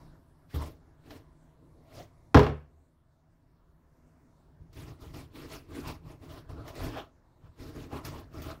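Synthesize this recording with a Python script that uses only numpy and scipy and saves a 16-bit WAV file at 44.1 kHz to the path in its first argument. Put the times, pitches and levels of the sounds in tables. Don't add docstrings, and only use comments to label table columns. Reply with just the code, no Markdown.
import sys
import numpy as np
from scipy import signal
from scipy.io import wavfile

SR = 44100
rng = np.random.default_rng(int(sys.argv[2]) if len(sys.argv) > 2 else 0)


def wrap_up_sound(samples):
    columns = np.atleast_2d(samples).T
    tamed = np.clip(columns, -1, 1)
    steps = np.round(tamed * 32767).astype(np.int16)
    wavfile.write(sys.argv[1], SR, steps)


N = 379260


def amp(db):
    return 10 ** (np.asarray(db) / 20)


def rms_one(x):
    return x / np.sqrt(np.mean(x ** 2) + 1e-20)


def in_time(rows):
    seconds, db = np.transpose(rows)
    return amp(np.interp(np.arange(N) / SR, seconds, db))


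def at_hz(points, hz):
    point_hz, values = np.transpose(points)
    return np.interp(np.log(hz), np.log(point_hz), values)


def drift(rate_hz):
    step = 40
    r = np.exp(-2 * np.pi * rate_hz * step / SR)
    noise = rng.standard_normal(N // step + 2002)
    slow = signal.lfilter([1], [1, -2 * r, r * r], noise)[2000:]
    return np.interp(np.arange(N) / step, np.arange(len(slow)), rms_one(slow))


def ring(drive, hz, t60):
    r = amp(-60 / (t60 * SR))
    w = 2 * np.pi * hz / SR
    return signal.lfilter([0, np.sin(w)], [1, -2 * r * np.cos(w), r * r], drive + 1e-18)


def dying(clicks, t60):
    return signal.lfilter([1], [1, -amp(-60 / (t60 * SR))], clicks + 1e-18)


def grains(per_s, spread_db):
    sizes = amp(spread_db * np.minimum(rng.exponential(1, N), 5))
    signed = sizes * rng.choice([-1, 1], N)
    return rms_one(signed * (rng.random(N) < per_s / SR))


def bands(sources, spectrum):
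    edges = 22 * 2 ** np.arange(0, 9.7, 1 / 3)
    for k, (low, high) in enumerate(zip(edges, edges[1:])):
        if high > spectrum[0][0] and low < spectrum[-1][0]:
            hz = np.sqrt(low * high)
            sos = signal.butter(2, [low, high], "band", fs=SR, output="sos")
            yield hz, amp(at_hz(spectrum, hz)) * signal.sosfilt(sos, sources[k % 2])


def patchy(sources, spectrum, patchy_db, rate_hz):
    return rms_one(sum(band * amp(patchy_db * drift(rate_hz)) for hz, band in bands(sources, spectrum)))


# pitch in Hz, relative level in dB per Hz.
HUM_SPECTRUM = [(15, -38), (25, -5.5), (161, -7.5), (189, -16), (241, -12.5), (512, -23.5), (618, -22.5),
                (1870, -34), (2650, -48), (3970, -42), (15700, -51)]
# pitch in Hz, width in Hz, relative level in dB.
ROOM_TONES = [(80, 7.1, -6.5), (160, 14, -3.5), (250, 34, -10), (320, 30, -16), (650, 73, -14.5),
              (933, 170, -15.5)]
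# time in seconds, level in dB.
HUM_LEVEL = [(0.0, -49), (0.24, -58.5), (2.42, -58), (2.92, -64.5), (3.6, -63.5), (4.2, -59.5), (4.6, -60),
             (7.1, -62), (7.5, -60.5), (8.6, -58)]


def hum():
    white = rng.standard_normal(N)
    tones = 0
    for hz, width_hz, db in ROOM_TONES:
        t60 = np.log(1000) / (np.pi * width_hz)
        tones = tones + amp(db) * rms_one(ring(white, hz, t60))
    broad = patchy(rng.standard_normal((2, N)), HUM_SPECTRUM, patchy_db=3.13, rate_hz=4)
    return in_time(HUM_LEVEL) * rms_one(broad + amp(-1.0) * tones)


# start in seconds, strength in dB at 300 Hz, brightness in dB per octave.
BLOWS = [(0.553, -34, -10), (1.107, -49, 7.5), (2.345, -6, 2.5), (2.349, -2, -2.5), (2.369, -7, 1),
         (2.393, -12.5, 1.5), (2.431, -31.5, 4.5), (2.465, -22, 1), (2.492, -24.5, -3), (6.497, -39, 0),
         (7.925, -29.5, -1.5), (8.376, -44, -9), (8.451, -38.5, -7)]
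# pitch in Hz, relative strength in dB, undamped time in seconds to fall 60 dB.
BOARD_MODES = [(53.42, -31, 0.45), (75, -16.5, .35), (117, -14.5, 0.22), (132, -25.5, 0.22), (148, -18, .3),
               (231.5, -21.5, 0.24), (276.5, -13.5, 0.15), (353.5, -16.5, 0.15), (397, -24, 0.15),
               (409.5, -19.5, 0.19), (421, -18, 0.24), (457, -25.5, 0.2), (505.8, -29.5, 0.35),
               (578, -37.5, .25), (646, -21.5, 0.14), (823.4, -25, 0.17), (1003.3, -31, 0.18),
               (1059.3, -27, 0.11)]
# pitch in Hz, relative level in dB per Hz.
KITCHEN_SPECTRUM = [(200, -27), (300, 1.5), (420, 8.5), (600, -2), (1000, -7.5), (1730, -15), (2100, -21),
                    (4800, -31.5), (7500, -47.5), (15700, -48.5)]
# pitch in Hz, time in seconds to fall 60 dB.
KITCHEN_T60 = [(500, .25), (1200, .3), (2500, 0.33), (6000, 0.18), (12000, 0.18)]
LONGEST_RING_S = 0.4


def knocks():
    seconds, strength_db, bright_db = np.transpose(BLOWS)
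    at = np.round(seconds * SR).astype(int)
    uneven_db = rng.normal(0, 1, (len(at), len(BOARD_MODES)))

    def clicks(hz, extra_db):
        train = np.zeros(N)
        train[at] = amp(strength_db + bright_db * np.log2(hz / 300) + extra_db)
        return train

    body = 0
    for k, (hz, db, t60) in enumerate(BOARD_MODES):
        blows = (-1) ** k * clicks(hz, db + 6.0 + uneven_db[:, k])
        ringing = ring(blows, hz, min(t60, LONGEST_RING_S))
        body = body + ringing - 0.3 * ring(blows, hz, 12 / hz)
    body = signal.sosfilt(signal.butter(2, [45, 1500], "band", fs=SR, output="sos"), body)

    slices = list(bands(rng.standard_normal((2, N)), KITCHEN_SPECTRUM))
    answer = 0
    for hz, band in slices:
        crack = dying(clicks(hz, -9.0), 0.06) * (700 < hz < 5500)
        room = dying(clicks(hz, -19.0), at_hz(KITCHEN_T60, hz))
        answer = answer + band * (room + crack)
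    return body + answer / np.std(sum(band for hz, band in slices))


def shaken(drive, low_hz, high_hz, damping):
    total = 0
    for k, (hz, db, t60) in enumerate(BOARD_MODES):
        if low_hz <= hz < high_hz:
            total = total + (-1) ** k * amp(db) * ring(drive, hz, damping * t60)
    return rms_one(total)


STROKES = [(.505, 0.027, 0.043, -67, -82, -83, -60.5), (.545, 0.016, 0.016, -33.5, -39.5, -45.5, -48.5),
           (.61, 0.086, 0.015, -54, -46, -45, -55), (.665, .08, .015, -46, -48.5, -56.5, -56),
           (1.075, 0.11, 0.01, -56, -56, -59, -66), (1.107, 0.052, 0.059, -52, -52.5, -57.5, -60.5),
           (1.62, .12, .17, -62, -62.5, -86, -92), (1.965, 0.15, .045, -51.5, -54, -53.5, -55.5),
           (4.615, 0.068, 0.018, -48.5, -67, -84, -83), (4.775, 0.069, 0.058, -46, -51, -57.5, -56),
           (4.88, 0.12, 0.031, -50, -55, -56, -60.5), (5.02, 0.051, 0.043, -48, -53, -57, -59),
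           (5.09, .1, 0.018, -42, -64, -62, -65.5), (5.145, 0.034, 0.06, -47, -53, -49.5, -53.5),
           (5.36, 0.066, 0.098, -47.5, -47.5, -56, -55.5), (5.535, 0.12, 0.019, -45, -49, -46, -47.5),
           (5.71, 0.078, 0.018, -43.5, -51, -56.5, -64.5), (5.76, 0.088, 0.032, -53, -42.5, -51.5, -50),
           (5.875, 0.15, 0.027, -42.5, -44.5, -43.5, -49.5), (6.06, 0.08, 0.018, -47, -60, -62, -72),
           (6.105, 0.11, .015, -53, -53.5, -55.5, -61), (6.225, 0.054, 0.033, -49.5, -54, -60.5, -63),
           (6.31, 0.14, 0.071, -50, -52.5, -55, -57.5), (6.495, 0.029, 0.027, -40.5, -57, -53.5, -66),
           (6.57, .1, 0.038, -44, -48.5, -54, -70.5), (6.675, .1, 0.014, -46, -51.5, -49.5, -56.5),
           (6.81, 0.16, 0.059, -38.5, -41, -43, -51), (6.9, 0.17, 0.044, -45, -42.5, -47, -57.5),
           (6.975, .1, 0.01, -54.5, -48.5, -35.5, -56.5), (7.44, 0.087, .03, -52.5, -63.5, -64.5, -77),
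           (7.605, 0.069, 0.094, -46.5, -49.5, -55, -57.5), (7.76, 0.089, .085, -46.5, -46, -54.5, -58),
           (7.93, 0.06, 0.046, -52, -42.5, -42.5, -54.5), (8.05, 0.035, 0.038, -41.5, -46.5, -49.5, -51.5),
           (8.14, 0.14, 0.055, -44.5, -47.5, -49, -57.5), (8.345, 0.055, 0.06, -45, -48, -52.5, -57),
           (8.465, 0.12, 0.057, -54, -46, -47.5, -54.5)]
FALL_DB_PER_S = (167.5, 215.5, 280, 278)
# from seconds, to seconds.
PRESSING = [(4.75, 7.03), (7.6, 12)]
PRESSING_DB = (-55.5, -63, -72, -97.5)
SWELL_DB, PRESSING_SWELL_S = 30, 0.064


def stroking():
    step = 64
    t = np.arange(0, N + step, step) / SR
    fall = np.array(FALL_DB_PER_S)[:, None]
    pressing = [(start, PRESSING_SWELL_S, end - start, *PRESSING_DB) for start, end in PRESSING]
    power = 0
    for full_s, swell_s, held_s, *db in list(STROKES) + pressing:
        climb_db = SWELL_DB / swell_s * np.maximum(full_s - t, 0)
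        fall_db = fall * np.maximum(t - full_s - held_s, 0)
        power = power + amp(np.array(db)[:, None] - climb_db - fall_db) ** 2
    return [np.interp(np.arange(N) / SR, t, np.sqrt(layer)) for layer in power]


# pitch in Hz, relative level in dB per Hz.
CRUST_SPECTRUM = [(240, -23), (400, -1.5), (494, -30), (657, 7), (770, -30), (1010, -2), (1560, -8.5),
                  (1990, -22.5), (2410, -15), (5000, -28), (6500, -32), (11000, -120)]
# pitch in Hz, relative level in dB per Hz.
BLADE_SPECTRUM = [(940, -2.5), (1600, -9), (1990, -1.5), (2410, -5), (4760, -6.5), (7380, -15.5),
                  (15700, -15)]
# start in seconds, strength in dB.
SNAPS = [(0.544, -38), (0.6194, -31), (4.7296, -41), (5.1424, -47), (5.535, -49), (5.874, -28.5),
         (6.4916, -47), (6.679, -29.5), (6.7528, -29.5), (6.834, -26.5), (8.05, -22), (8.419, -24.5)]


def rubbing():
    rocking, shake, tearing, hiss = stroking()
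    jolts = grains(per_s=1300, spread_db=4.5)
    crumbs = grains(per_s=2500, spread_db=3.5)

    sway = signal.sosfilt(signal.butter(2, [28, 60], "band", fs=SR, output="sos"), jolts)
    table = rms_one(shaken(jolts, 0, 195, damping=0.4) + amp(-8.0) * rms_one(sway))
    board = shaken(crumbs, 195, 500, damping=0.1)

    crust_grains = [grains(per_s=4000, spread_db=3.0) for source in range(2)]
    crust = patchy(crust_grains, CRUST_SPECTRUM, patchy_db=4.0, rate_hz=3.3)
    crust = rms_one(crust + amp(-4) * shaken(crumbs, 500, 2000, damping=0.42))

    blade_grains = [grains(per_s=19000, spread_db=1.5) for source in range(2)]
    blade = patchy(blade_grains, BLADE_SPECTRUM, patchy_db=3.0, rate_hz=25.6)

    snap_s, snap_db = np.transpose(SNAPS)
    snaps = np.zeros(N)
    snaps[np.round(snap_s * SR).astype(int)] = amp(snap_db - 24.0)
    strokes = rocking * table + shake * board + tearing * crust + hiss * amp(-1.0) * blade
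    return strokes + dying(snaps, 0.15) * blade


def scene():
    return (hum() + knocks() + rubbing())[None]


def record(dry):
    b, a = signal.iirnotch(195, 4.0, SR)
    heard = signal.lfilter(b, a, dry)
    rounded = 1.5 * np.tanh(heard / 1.5)
    return signal.sosfilt(signal.ellip(12, 0.5, 60, 15750, fs=SR, output="sos"), rounded)


dry = scene()
out = record(dry)
wrap_up_sound(out)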